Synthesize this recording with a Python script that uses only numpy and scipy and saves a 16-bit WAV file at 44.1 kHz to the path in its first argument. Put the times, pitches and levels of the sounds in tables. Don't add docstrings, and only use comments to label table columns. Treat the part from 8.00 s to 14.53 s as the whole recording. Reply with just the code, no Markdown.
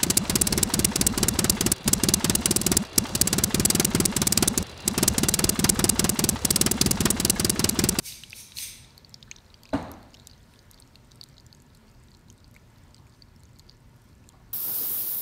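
import sys
import numpy as np
from scipy import signal
from scipy.fft import rfft, irfft, next_fast_len
from scipy.io import wavfile
from scipy.ndimage import uniform_filter1d, map_coordinates

SR = 44100
rng = np.random.default_rng(int(sys.argv[2]) if len(sys.argv) > 2 else 0)


def generate_wav(sig):
    pcm = np.round(np.clip(np.atleast_2d(sig).T, -1, 1) * 32767).astype(np.int16)
    wavfile.write(sys.argv[1], SR, pcm)


def invert_db(x):
    u = np.asarray(x, float) / 20
    return 10 ** u


N = 287973


def unit(x):
    return x / np.sqrt(np.mean(x ** 2) + 1e-20)


def along(points, hz):
    f, v = np.transpose(points)
    return np.interp(np.log(hz + 1), np.log(f + 1), v)


def curves(rows):
    s, *cols = np.transpose(rows)
    return [np.interp(np.arange(N) / SR, s, c) for c in cols]


def wobble(rate_hz):
    knots = rng.standard_normal(int(N * rate_hz / SR) + 4)
    return map_coordinates(knots, [np.arange(N) * rate_hz / SR])


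def filtered(x, response):
    size = next_fast_len(N + SR // 2)
    spectrum = rfft(x, size) * response(np.fft.rfftfreq(size, 1 / SR))
    return irfft(spectrum, size)[:N]


def resonances(modes):
    def response(f):
        total = 0
        for k, (hz, width_hz, db) in enumerate(modes):
            damping = 1j * f * width_hz
            total = total + (-1) ** k * invert_db(db) * damping / (hz * hz - f * f + damping)
        return total
    return response


def rush(spectrum, patchy_db):
    z = signal.stft(rng.standard_normal(N + 512), nperseg=512)[2]
    field = uniform_filter1d(rng.standard_normal(z.shape), 5, axis=0)
    field = uniform_filter1d(field, 12, axis=1)
    noise = signal.istft(z * invert_db(patchy_db * unit(field)), nperseg=512)[1][:N]
    return unit(filtered(noise, lambda hz: invert_db(along(spectrum, hz))))


def placed(start_s, rows):
    index = np.round(start_s * SR).astype(int)[:, None] + np.arange(rows.shape[1])
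    return np.bincount(index.ravel(), rows.ravel(), N + SR)[:N]


def bubbles(hz, t60_s, rise_s, climb, size=1300):
    t = np.arange(size) / SR
    phase = 2 * np.pi * hz[:, None] * (t + climb * t ** 2 / 2)
    return np.sin(phase) * invert_db(-60 * t / t60_s[:, None]) * (1 - np.exp(-t / rise_s))


def struck(parts):
    s, hz, db, t60_s, rise_s = np.transpose(parts)
    modes = bubbles(hz, t60_s, np.abs(rise_s[:, None]) + 1e-4, climb=0, size=SR // 3)
    return placed(s, invert_db(db)[:, None] * modes)


# frequency in Hz, t60 in seconds.
ROOM_T60 = [(100, 0.97), (300, 0.78), (1000, 0.8), (2500, 0.79), (6000, 0.61), (14000, 0.34)]


def room(x):
    hz, t, z = signal.stft(rng.standard_normal(SR), SR, nperseg=256)
    decay = invert_db(-60 * t / along(ROOM_T60, hz)[:, None])
    tail = rfft(signal.istft(z * decay, SR, nperseg=256)[1])
    tail = irfft(tail / np.sqrt(uniform_filter1d(np.abs(tail) ** 2, size=40)))
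    delayed = np.pad(x, (400, 0))
    return signal.fftconvolve(delayed, tail[:SR - 4000] / np.linalg.norm(tail))[:N]


# time in seconds, level in dB.
TRICKLE_LEVEL = [(0, -62), (1.5, -75.5), (2.4, -72.5), (3.5, -81), (4.5, -82), (5.6, -77), (6.53, -87)]


def trickle(drop_s, drop_db, count=2000):
    chance = rng.random((count, 6))
    share = np.cumsum(invert_db(drop_db / 2))
    parent = np.searchsorted(share, chance[:, 4] * share[-1])
    near_s = drop_s[parent] + .07 * (chance[:, 0] - .3)
    s = np.where(chance[:, 5] < .5, near_s, chance[:, 0] * N / SR)
    hz = (3700 + 110 * s) * np.exp(1.3 * chance[:, 1] ** 3)
    size = invert_db(-4.6 * np.log(chance[:, 2] + .07)) * 4000 / hz
    t60_s = (12 + 25 * chance[:, 3]) / hz
    grains = size[:, None] * bubbles(hz, t60_s, rise_s=0.00021, climb=28, size=400)
    return invert_db(curves(TRICKLE_LEVEL)[0] + 0.37 * wobble(27)) * unit(placed(s, grains))


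# frequency in Hz, density in dB per Hz.
RUMBLE_SPECTRUM = [(15, -28), (26, -3), (121, 0.5), (138, -2.5), (161, -5), (177, -11), (225, -6),
                   (300, -15), (385, -15.5), (450, -39), (580, -42), (990, -120)]
# frequency in Hz, density in dB per Hz.
HISS_SPECTRUM = [(240, -33), (400, 3), (786, -2.5), (945, -0.5), (1140, -3.5), (2070, -6), (2770, -10),
                 (4390, -10), (8110, -17), (10500, -18.5), (11900, -19), (15700, -22)]
# time in seconds, rumble in dB, hiss in dB.
VENT_LEVEL = [(0, -54, -63.5), (2, -55, -62), (4, -54, -64), (6.53, -53.5, -65)]
# frequency in Hz, width in Hz, level in dB.
DUCT_BANDS = [(224, 34, -70.5), (921, 41, -76.5), (1720, 36, -80)]
# multiple of twice the mains frequency, level in dB.
BUZZ_HARMONICS = [(5, -78), (8, -79.5), (9, -83.5), (11, -79.5), (12, -78.5), (17, -83.5)]
# start in seconds, frequency in Hz, level in dB, t60 in seconds, rise in seconds.
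FAR_BUMPS = [
    (1.275, 1533, -43.5, 0.05, 0.0048),
    (4.985, 900, -52, 0.2, 0.023),
    (6.33, 937, -45.5, 0.12, 0.016),
]


def workshop():
    t = np.arange(N) / SR
    buzz_base_hz = 120.04
    rumble_db, hiss_db = curves(VENT_LEVEL)
    out = invert_db(rumble_db) * rush(RUMBLE_SPECTRUM, patchy_db=0.7)
    out = out + invert_db(hiss_db + .6 * wobble(3.46)) * rush(HISS_SPECTRUM, patchy_db=1.3)
    for hz, width_hz, db in DUCT_BANDS:
        band = filtered(rng.standard_normal(N), resonances([(hz, width_hz, 0)]))
        out = out + invert_db(db + 2.1 * wobble(7)) * unit(band)
    for k, db in BUZZ_HARMONICS:
        cycles = round(k) * buzz_base_hz * t + .15 * wobble(9)
        out = out + invert_db(db + 2.5 * wobble(5)) * np.sin(2 * np.pi * cycles)
    bumps = struck(FAR_BUMPS) * wobble(700)
    return out + bumps + invert_db(-1.5) * room(bumps)


# start in seconds, hold in seconds, level in dB, whistle in dB.
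GUN_PUFFS = [
    (0.057, 0.031, -40.5, -53),
    (0.366, 0.041, -46.5, -58),
    (0.58, 0.056, -38.5, -80),
]
# frequency in Hz, density in dB per Hz.
JET_SPECTRUM = [(530, -56), (900, -26), (1620, -20), (1740, -17), (2100, -10.5), (2290, -3.5), (3010, -8.5),
                (4060, 0), (4800, -5.5), (5350, -2), (7040, -9.5), (8630, -7.5), (10300, -3), (11400, -8),
                (15700, -15.5)]
# frequency in Hz, width in Hz, level in dB.
NOZZLE_MODES = [(8600, 320, 0.5), (12500, 350, -12), (6150, 490, -1), (4250, 370, -6)]
# time in seconds, level in dB.
GUN_LEAKS = [
    (2.52, -69),
    (5.16, -71),
    (6.08, -74),
]


def air_gun():
    rise_db_s, fall_db_s, whistle_fall_db_s, leak_db_s = 602, 219, 137, 182
    swell_db_s = 26
    open_treble_db, dulling = 4.5, 2.9
    seep_db, seep_end_s = -64.5, 0.34
    t = np.arange(N) / SR
    jet = rush(JET_SPECTRUM, patchy_db=2)
    jet = jet + filtered(jet, resonances(NOZZLE_MODES))
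    treble = filtered(jet, lambda hz: 1 / (1 + (8000 / (hz + 1)) ** 6))
    whistle = unit(filtered(rng.standard_normal(N), resonances([(6300, 150, 0)])))
    flow = invert_db(seep_db) * (t < seep_end_s) * jet
    tone = 0
    for s, held_s, db, whistle_db in GUN_PUFFS:
        early = np.clip(s - t, 0, None)
        late = np.clip(t - s - held_s, 0, None)
        held = np.clip(t - s, 0, held_s)
        treble_db = np.clip(open_treble_db - dulling * fall_db_s * late, -15, None)
        puff_db = db - rise_db_s * early + swell_db_s * held - fall_db_s * late
        flow = flow + invert_db(puff_db) * (jet + (invert_db(treble_db) - 1) * treble)
        tone = tone + invert_db(whistle_db - rise_db_s * early - whistle_fall_db_s * late)
    leaks = sum(invert_db(db - leak_db_s * np.abs(t - s)) for s, db in GUN_LEAKS)
    return invert_db(0.95 * wobble(61.9)) * flow + leaks * jet + tone * whistle


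# start in seconds, level in dB, bubble in Hz, second bubble in Hz, spray in dB.
TWIN_DROPS = [(.1227, -22.5, 3880, 2760, -45), (.2357, -17.5, 2790, 3900, -44),
              (.3063, -27.5, 4900, 8600, -45), (.5203, -25, 3760, 2600, -60),
              (.5854, -15.5, 4400, 2670, -41), (1.1424, -20.5, 4330, 5600, -50),
              (1.2272, -24, 3630, 4670, -69), (1.3132, -15.5, 2270, 6530, -52),
              (1.542, -28.5, 4650, 3130, -76), (1.6338, -32.5, 4600, 3320, -46),
              (1.6542, -27.5, 2460, 4930, -64), (1.6909, -34, 2430, 4040, -60),
              (2.1424, -27, 2830, 4860, -61), (2.1476, -30.5, 3080, 5540, -59),
              (2.2713, -26, 5100, 3900, -34), (2.7126, -35.5, 6560, 5840, -41),
              (2.9558, -28, 4270, 2650, -53), (3.1172, -29.5, 3830, 4740, -57),
              (3.2379, -26, 4760, 8300, -41), (3.3811, -31.5, 4040, 5000, -68),
              (3.4646, -33, 7500, 5900, -53), (4.301, -32, 6660, 3020, -49), (4.945, -29, 4730, 8140, -61),
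              (6.29, -31.5, 7450, 4270, -46)]
# start in seconds, level in dB, bubble in Hz, spray in dB.
PLINK_DROPS = [(.33, -15, 2440, -70), (.3941, -38.5, 3510, -52), (.5705, -15.5, 4200, -46),
               (0.9786, -28.5, 4470, -44), (1.0472, -28, 4500, -70), (1.3639, -28, 5820, -71),
               (1.9382, -36.5, 6160, -62), (2.029, -40.5, 4400, -55), (2.3128, -33.5, 4650, -73),
               (2.3329, -34.5, 4130, -71), (2.537, -37.5, 2540, -56), (2.5911, -32, 4700, -67),
               (2.7436, -34, 4750, -52), (2.8226, -31, 4380, -75), (3.2121, -19.5, 4650, -47),
               (3.232, -29, 4040, -64), (3.5277, -29.5, 4550, -52), (3.6014, -39.5, 7240, -67),
               (3.7487, -37.5, 4300, -52), (4.284, -41, 4100, -58), (4.5638, -26, 2180, -54),
               (4.7836, -44, 4650, -61), (5.068, -39.5, 2350, -60), (5.2218, -27, 4650, -65),
               (5.362, -38, 5500, -60), (5.4343, -41, 4340, -52.5), (5.5955, -31, 4350, -64),
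               (5.6958, -25.5, 4780, -71), (6.241, -39.5, 2570, -63)]
# start in seconds, level in dB, bubble in Hz.
SHALLOW_DRIPS = [(.3213, -27.5, 3740), (.8461, -35, 3600), (.9057, -37.5, 4680), (1.3846, -34, 3780),
                 (1.446, -43.5, 4210), (1.4627, -46.5, 5130), (1.5023, -35, 3920), (1.7039, -42, 4610),
                 (1.7767, -34, 4500), (2.1052, -42, 6610), (2.1337, -49, 2210), (2.1698, -36, 3750),
                 (2.191, -39.5, 3650), (2.1983, -36, 3950), (2.219, -44, 4300), (2.2495, -43.5, 4700),
                 (2.297, -35.5, 4570), (2.3015, -40, 4200), (2.4135, -52, 8800), (2.3449, -46.5, 3130),
                 (2.5582, -40, 3500), (2.7335, -38, 3930), (2.7767, -37, 4570), (2.7862, -37, 3700),
                 (3.1117, -40.5, 3930), (3.2623, -61, 3930), (3.2978, -43.5, 4690), (3.3419, -40.5, 4740),
                 (3.3681, -39, 4250), (3.3993, -33.5, 4700)]
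# start in seconds, level in dB, bubble in Hz.
FOAMY_DRIPS = [(3.7016, -45, 3900), (3.8809, -46, 4530), (3.8907, -43.5, 4800), (4.0845, -40.5, 3840),
               (4.1166, -40.5, 4650), (4.1406, -43, 4180), (4.1486, -35.5, 4280), (4.3838, -41, 3800),
               (4.4037, -46, 3930), (4.4437, -37, 4600), (4.5504, -39, 2110), (4.7594, -44.5, 4130),
               (4.965, -40.5, 4260), (4.9804, -41.5, 4200), (5.1234, -44, 4850), (5.138, -47.5, 4700),
               (5.148, -46.5, 4160), (5.285, -49, 4650), (5.4541, -41.5, 6460), (5.5599, -42.5, 4550),
               (5.5995, -36.5, 4100), (5.6798, -46, 4760), (5.6898, -39.5, 4730), (5.712, -42, 4680),
               (5.718, -42.5, 4400), (5.727, -46, 4970), (5.747, -52, 5600), (5.7689, -50, 6230),
               (6.1296, -44, 4570)]
# start in seconds, level in dB, bubble in Hz.
BRIGHT_SPITS = [(.2826, -45.5, 6950), (0.299, -32.5, 11000), (.3245, -42, 12700), (1.094, -38, 7850),
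                (1.8272, -37.5, 6700), (1.9163, -29.5, 11700), (2.431, -49.5, 7360), (2.6273, -48, 6080),
                (2.8006, -34, 8700), (2.8094, -58, 11110), (2.8755, -43.5, 6840), (3.1574, -40, 9000),
                (3.288, -42.5, 7560), (3.406, -45.5, 7300), (3.5486, -38.5, 6650), (3.621, -41.5, 11900),
                (3.7527, -46, 7880), (3.7725, -45.5, 7870), (4.0371, -45.5, 8140), (4.1072, -47.5, 7900),
                (4.1705, -44, 8300), (4.1932, -50.5, 7980), (4.3266, -43.5, 8600), (4.379, -45.5, 8250),
                (4.4786, -44.5, 8600), (4.5122, -56.5, 6750), (4.5424, -40, 12200), (5.588, -42, 6550),
                (6.019, -45, 9140), (6.041, -58, 11600), (6.3229, -49, 6740)]


def all_drops():
    twin, plink, spit = (np.transpose(rows) for rows in (TWIN_DROPS, PLINK_DROPS, BRIGHT_SPITS))
    drip = np.transpose(list(SHALLOW_DRIPS) + list(FOAMY_DRIPS))
    s, db, hz = (np.concatenate([twin[k], plink[k], drip[k], spit[k]]) for k in range(3))
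    second_db = np.concatenate([twin[1] - 4.5, plink[1] - 27.5, drip[1] - 7.5, spit[1] - 6.5])
    spray_db = np.concatenate([twin[4], plink[3], drip[1] - 40, spit[1] - 13])
    spread = np.exp(0.255 * rng.standard_normal(len(s)).clip(-2, 2))
    stray_hz = np.maximum(0.822 * hz, 5000) * spread
    second_hz = np.concatenate([twin[3], stray_hz[twin.shape[1]:]])
    return s, db, hz, second_db, second_hz, spray_db


def drop_bubbles(s, db, hz):
    snap_db, snap_s = 9, .0016
    large = 4500 / hz
    rough = 1 + 1.9 * uniform_filter1d(rng.standard_normal((len(hz), 1300)), size=32, axis=1)
    snap = 1 + invert_db(snap_db) * np.exp(-np.arange(1300) / SR / snap_s)
    t60_s = 0.015 * large ** 1.74 / (1 + s / 12)
    climb = (21 * large ** 1.3 / (1 + s / 4))[:, None]
    tones = bubbles(0.973 * hz, t60_s, rise_s=0.00052, climb=climb)
    return (invert_db(db - 13) / large ** 1.25)[:, None] * tones * rough * snap


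def splash(s, db, t60_s, band_hz):
    t = np.arange(400) / SR
    decay = invert_db(-60 * t / t60_s) + invert_db(-20.5 - 60 * t / 0.044)
    bursts = invert_db(db)[:, None] * rng.standard_normal((len(s), 400)) * decay
    return signal.lfilter(*signal.butter(3, band_hz, "bandpass", fs=SR), placed(s, bursts))


# frequency in Hz, width in Hz, level in dB, scatter in dB.
GLASS_MODES = [(3750, 120, -27, 2), (4650, 180, 2, 15), (6270, 370, 1, 21.5)]


def drops(s, db, hz, second_db, second_hz, spray_db):
    chance = rng.standard_normal((len(s), 8))
    ring = 0
    for k, (mode_hz, width_hz, level_db, scatter_db) in enumerate(GLASS_MODES):
        gain = invert_db(level_db + scatter_db * chance[:, [k]].clip(-2, .8))
        detuned_hz = mode_hz * (1 + 0.079 * chance[:, k + 4])
        ring = ring + gain * bubbles(detuned_hz, 3.26 / width_hz + 0 * s, rise_s=0.0012, climb=2.2)
    body = invert_db(db - 27.0)[:, None] * ring
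    body = body + drop_bubbles(s, db, hz) + drop_bubbles(s, second_db, second_hz)
    slap = splash(s, second_db - 0.5, t60_s=0.00095, band_hz=[3400, 7000])
    spray = splash(s, spray_db + 8, t60_s=.0045, band_hz=[6000, 13000])
    return placed(s, body) + slap + spray


# start in seconds, level in dB, bubble in Hz.
STRAY_DROPLETS = [(0.9899, -54, 4370), (0.9949, -55, 3920), (1.0036, -56.4, 4130), (1.2057, -55, 6290),
                  (1.2787, -56.8, 3920), (1.361, -43, 3750), (1.404, -54, 3750), (1.4633, -55, 4220),
                  (1.4803, -54.7, 4610), (1.5758, -56.9, 5040), (1.5923, -59.2, 4130), (1.6649, -51, 3750),
                  (1.6758, -53.4, 4570), (1.6833, -55, 3920), (1.8836, -46, 4050), (2.0041, -62, 4650),
                  (2.0188, -59.1, 4610), (2.0295, -59, 4260), (2.0944, -58.2, 4350), (2.1343, -49, 4780),
                  (2.2104, -60, 3700), (2.2603, -60, 3920), (2.379, -55, 6140), (2.3852, -56, 5080),
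                  (2.4044, -56, 3320), (2.5379, -54, 3790), (2.7062, -53, 3750), (2.8315, -61, 5040),
                  (2.9465, -59, 3880), (3.0442, -60, 3700), (3.1335, -59.0, 4390), (3.174, -56, 4570),
                  (3.262, -52, 4050), (3.3146, -57.4, 4740), (3.3296, -56, 5730), (3.5047, -59.3, 3570),
                  (3.6015, -55, 4520), (3.7332, -60.4, 4690), (3.8988, -58.1, 4820), (3.9489, -60, 4520),
                  (4.125, -65, 4390), (4.2111, -66, 4310), (4.4493, -60.4, 4440), (4.5965, -59.5, 5900),
                  (4.703, -67, 4650), (4.8708, -62, 4130), (4.9082, -59, 4310), (4.9654, -50.8, 4260),
                  (4.9814, -54, 4260), (4.9968, -56, 5770), (5.0973, -58, 4650), (5.2328, -60.8, 4570),
                  (5.5672, -61.0, 4310), (5.5747, -58, 4740), (5.5949, -43.5, 4570), (5.6368, -64, 4440),
                  (5.6668, -56.8, 4740), (5.7027, -60.1, 4130), (5.7526, -61.5, 6160), (6.2998, -56, 3230)]
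# start in seconds, level in dB, note in Hz.
FOAM_POPS = [(1.1041, -57.9, 7150), (1.3234, -60, 7150), (1.4558, -63, 7150), (1.9163, -38, 12190),
             (2.134, -62, 7150), (2.1425, -54, 7200), (2.161, -61.9, 7280), (2.1869, -62.5, 11500),
             (2.1999, -60, 7150), (2.8098, -58.4, 10940), (2.9467, -64.4, 9170), (3.0472, -60, 8570),
             (3.0525, -65.3, 8140), (3.0719, -62, 8440), (3.1477, -61.5, 7840), (3.5693, -58.6, 8310),
             (3.6653, -60.7, 7150), (3.8711, -64.4, 7970), (3.899, -62.0, 9260), (3.9145, -59, 7150),
             (3.9427, -63.6, 11710), (4.0006, -61.3, 7670), (4.0307, -61.8, 8140), (4.0442, -65.0, 11710),
             (4.0734, -63.9, 7920), (4.1333, -62.4, 7540), (4.2111, -63.9, 7150), (4.342, -62.8, 8700),
             (4.5126, -56, 11840), (4.5506, -58.7, 7320), (4.5718, -61.9, 8100), (4.703, -61.4, 8230),
             (4.7406, -63.9, 8570), (4.7795, -60.6, 14430), (4.8362, -60, 7970), (4.8796, -64.2, 7150),
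             (4.8915, -64, 8100), (4.9082, -61, 7150), (4.9654, -61.4, 7240), (4.9868, -62.1, 8310),
             (5.0761, -63.0, 7150), (5.0958, -59, 7920), (5.3954, -60.7, 7490), (5.4049, -58, 7580),
             (5.4919, -61.9, 7450), (5.5326, -60.9, 7490), (5.5553, -63.2, 7580), (5.5954, -49, 7700),
             (5.6037, -65.1, 11760), (5.6665, -64.1, 11890), (5.769, -65, 7670), (5.8045, -62, 9090),
             (5.879, -66.0, 8740), (5.895, -64.3, 7620), (5.9643, -57, 11460), (6.0414, -58, 12100),
             (6.0896, -61, 8400), (6.1522, -60.6, 7150), (6.2734, -62.4, 7580), (6.2983, -60.6, 9220)]


def droplets():
    s, db, hz = np.transpose(STRAY_DROPLETS)
    pop_s, pop_db, pop_hz = np.transpose(FOAM_POPS)
    rough = 1 + 1.1 * uniform_filter1d(rng.standard_normal((len(s), 500)), size=14, axis=1)
    notes = invert_db(db + 8)[:, None] * rough * bubbles(hz, 27 / hz, rise_s=0.00023, climb=15, size=500)
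    pops = invert_db(pop_db + 17)[:, None] * bubbles(pop_hz, 20 / pop_hz, rise_s=.0002, climb=30, size=200)
    hiss = splash(pop_s, pop_db + 1.5, t60_s=0.003, band_hz=[5500, 13500])
    return placed(s, notes) + placed(pop_s, pops) + hiss


def foam(count=280):
    base_db, grows_db_s, spread_db = -60.5, .5, 2.5
    chance = rng.random((count, 2))
    s = 1 + chance[:, 0] * (N / SR - 1)
    db = base_db + grows_db_s * s - spread_db * np.log(chance[:, 1] + .3)
    return splash(s, db, t60_s=.003, band_hz=[5000, 9800])


# start in seconds, frequency in Hz, level in dB, t60 in seconds, rise in seconds.
LID_MODES = [(1.7268, 3970, -36.5, 0.019, .0005), (1.7305, 638, -19, 0.068, 0.0027),
             (1.743, 700, -25, 0.08, 0.003), (1.7315, 513, -22.5, 0.087, 0.0032),
             (1.7325, 889, -30.5, 0.13, 0.0031), (1.7339, 1473, -33, 0.067, 0.0014),
             (1.9, 1190, -48, 0.029, 0.0062), (1.7395, 282.7, -9, 0.077, 0.007),
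             (1.766, 189, -18, 0.059, 0.005), (1.7420, 219, -23, 0.13, 0.013),
             (1.7450, 95.8, -27, 0.18, 0.0064), (1.751, 2850, -32.5, 0.035, 0.002)]
# frequency in Hz, density in dB per Hz.
SLAM_SPECTRUM = [(30, -20), (60, -2), (110, -1.5), (165, -6.5), (290, -1), (400, -12), (650, -4.5),
                 (1200, -12), (2100, -22), (3400, -30.5), (4050, -23), (5200, -36), (9000, -36.5),
                 (15700, -54)]


def lid():
    hz, t, z = signal.stft(rush(SLAM_SPECTRUM, patchy_db=0.0)[:SR], SR, nperseg=256)
    quick = invert_db(-60 * t / 0.072)
    slow = invert_db(-3.5 - 60 * t / along(ROOM_T60, hz)[:, None])
    roar = signal.istft(z * (quick + slow), SR, nperseg=256)[1][:SR]
    roar = roar * (1 - np.exp(-np.arange(SR) / SR / 0.0037))
    return struck(LID_MODES) + invert_db(-26) * placed(np.array([1.7312]), roar[None])


# start in seconds, frequency in Hz, level in dB, t60 in seconds, climb per second.
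SPOUT_SQUEAK = (2.168, 12200, -66, .09, .8)


def squeak():
    s, hz, db, t60_s, climb = SPOUT_SQUEAK
    tone = bubbles(np.array([hz]), np.array([t60_s]), rise_s=.01, climb=climb, size=2400)
    return placed(np.array([s]), invert_db(db) * tone)


def scene():
    falling = all_drops()
    water = trickle(*falling[:2]) + drops(*falling) + droplets() + foam() + squeak()
    gun = air_gun()
    mono = water + invert_db(-26.5) * room(water) + gun + invert_db(-2.0) * room(gun) + lid() + workshop()
    return np.array([mono, mono])


def low_pass(x):
    return signal.sosfilt(signal.butter(12, 16660, fs=SR, output="sos"), x)


# frequency in Hz, width in Hz, level in dB.
MIC_NOTCH = (10470, 610, -5)


def record(dry):
    ceiling, top_hz = .175, 15800
    dip_hz, width_hz, dip_db = MIC_NOTCH
    mono = dry[0] / (1 + np.abs(dry[0] / ceiling) ** 5) ** (1 / 5)

    def microphone(hz):
        dip = invert_db(dip_db * np.exp(-((hz - dip_hz) / width_hz) ** 2))
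        return dip * (hz > 26) * (hz < 16500)

    mono = filtered(mono, microphone)
    top = filtered(mono, lambda hz: np.clip((hz - top_hz) / 200 + 1, 0, 1))
    power = filtered(mono, lambda hz: hz > 7000) ** 2
    attack = uniform_filter1d(power, size=90) > 13 * uniform_filter1d(power, size=2000)
    gate = uniform_filter1d(uniform_filter1d(attack * 1., size=200), size=200)
    mono = mono - top * (1 - np.clip(4 * gate, 0, 1))
    return low_pass(np.array([mono, mono]))


dry = scene()
out = record(dry)
generate_wav(out)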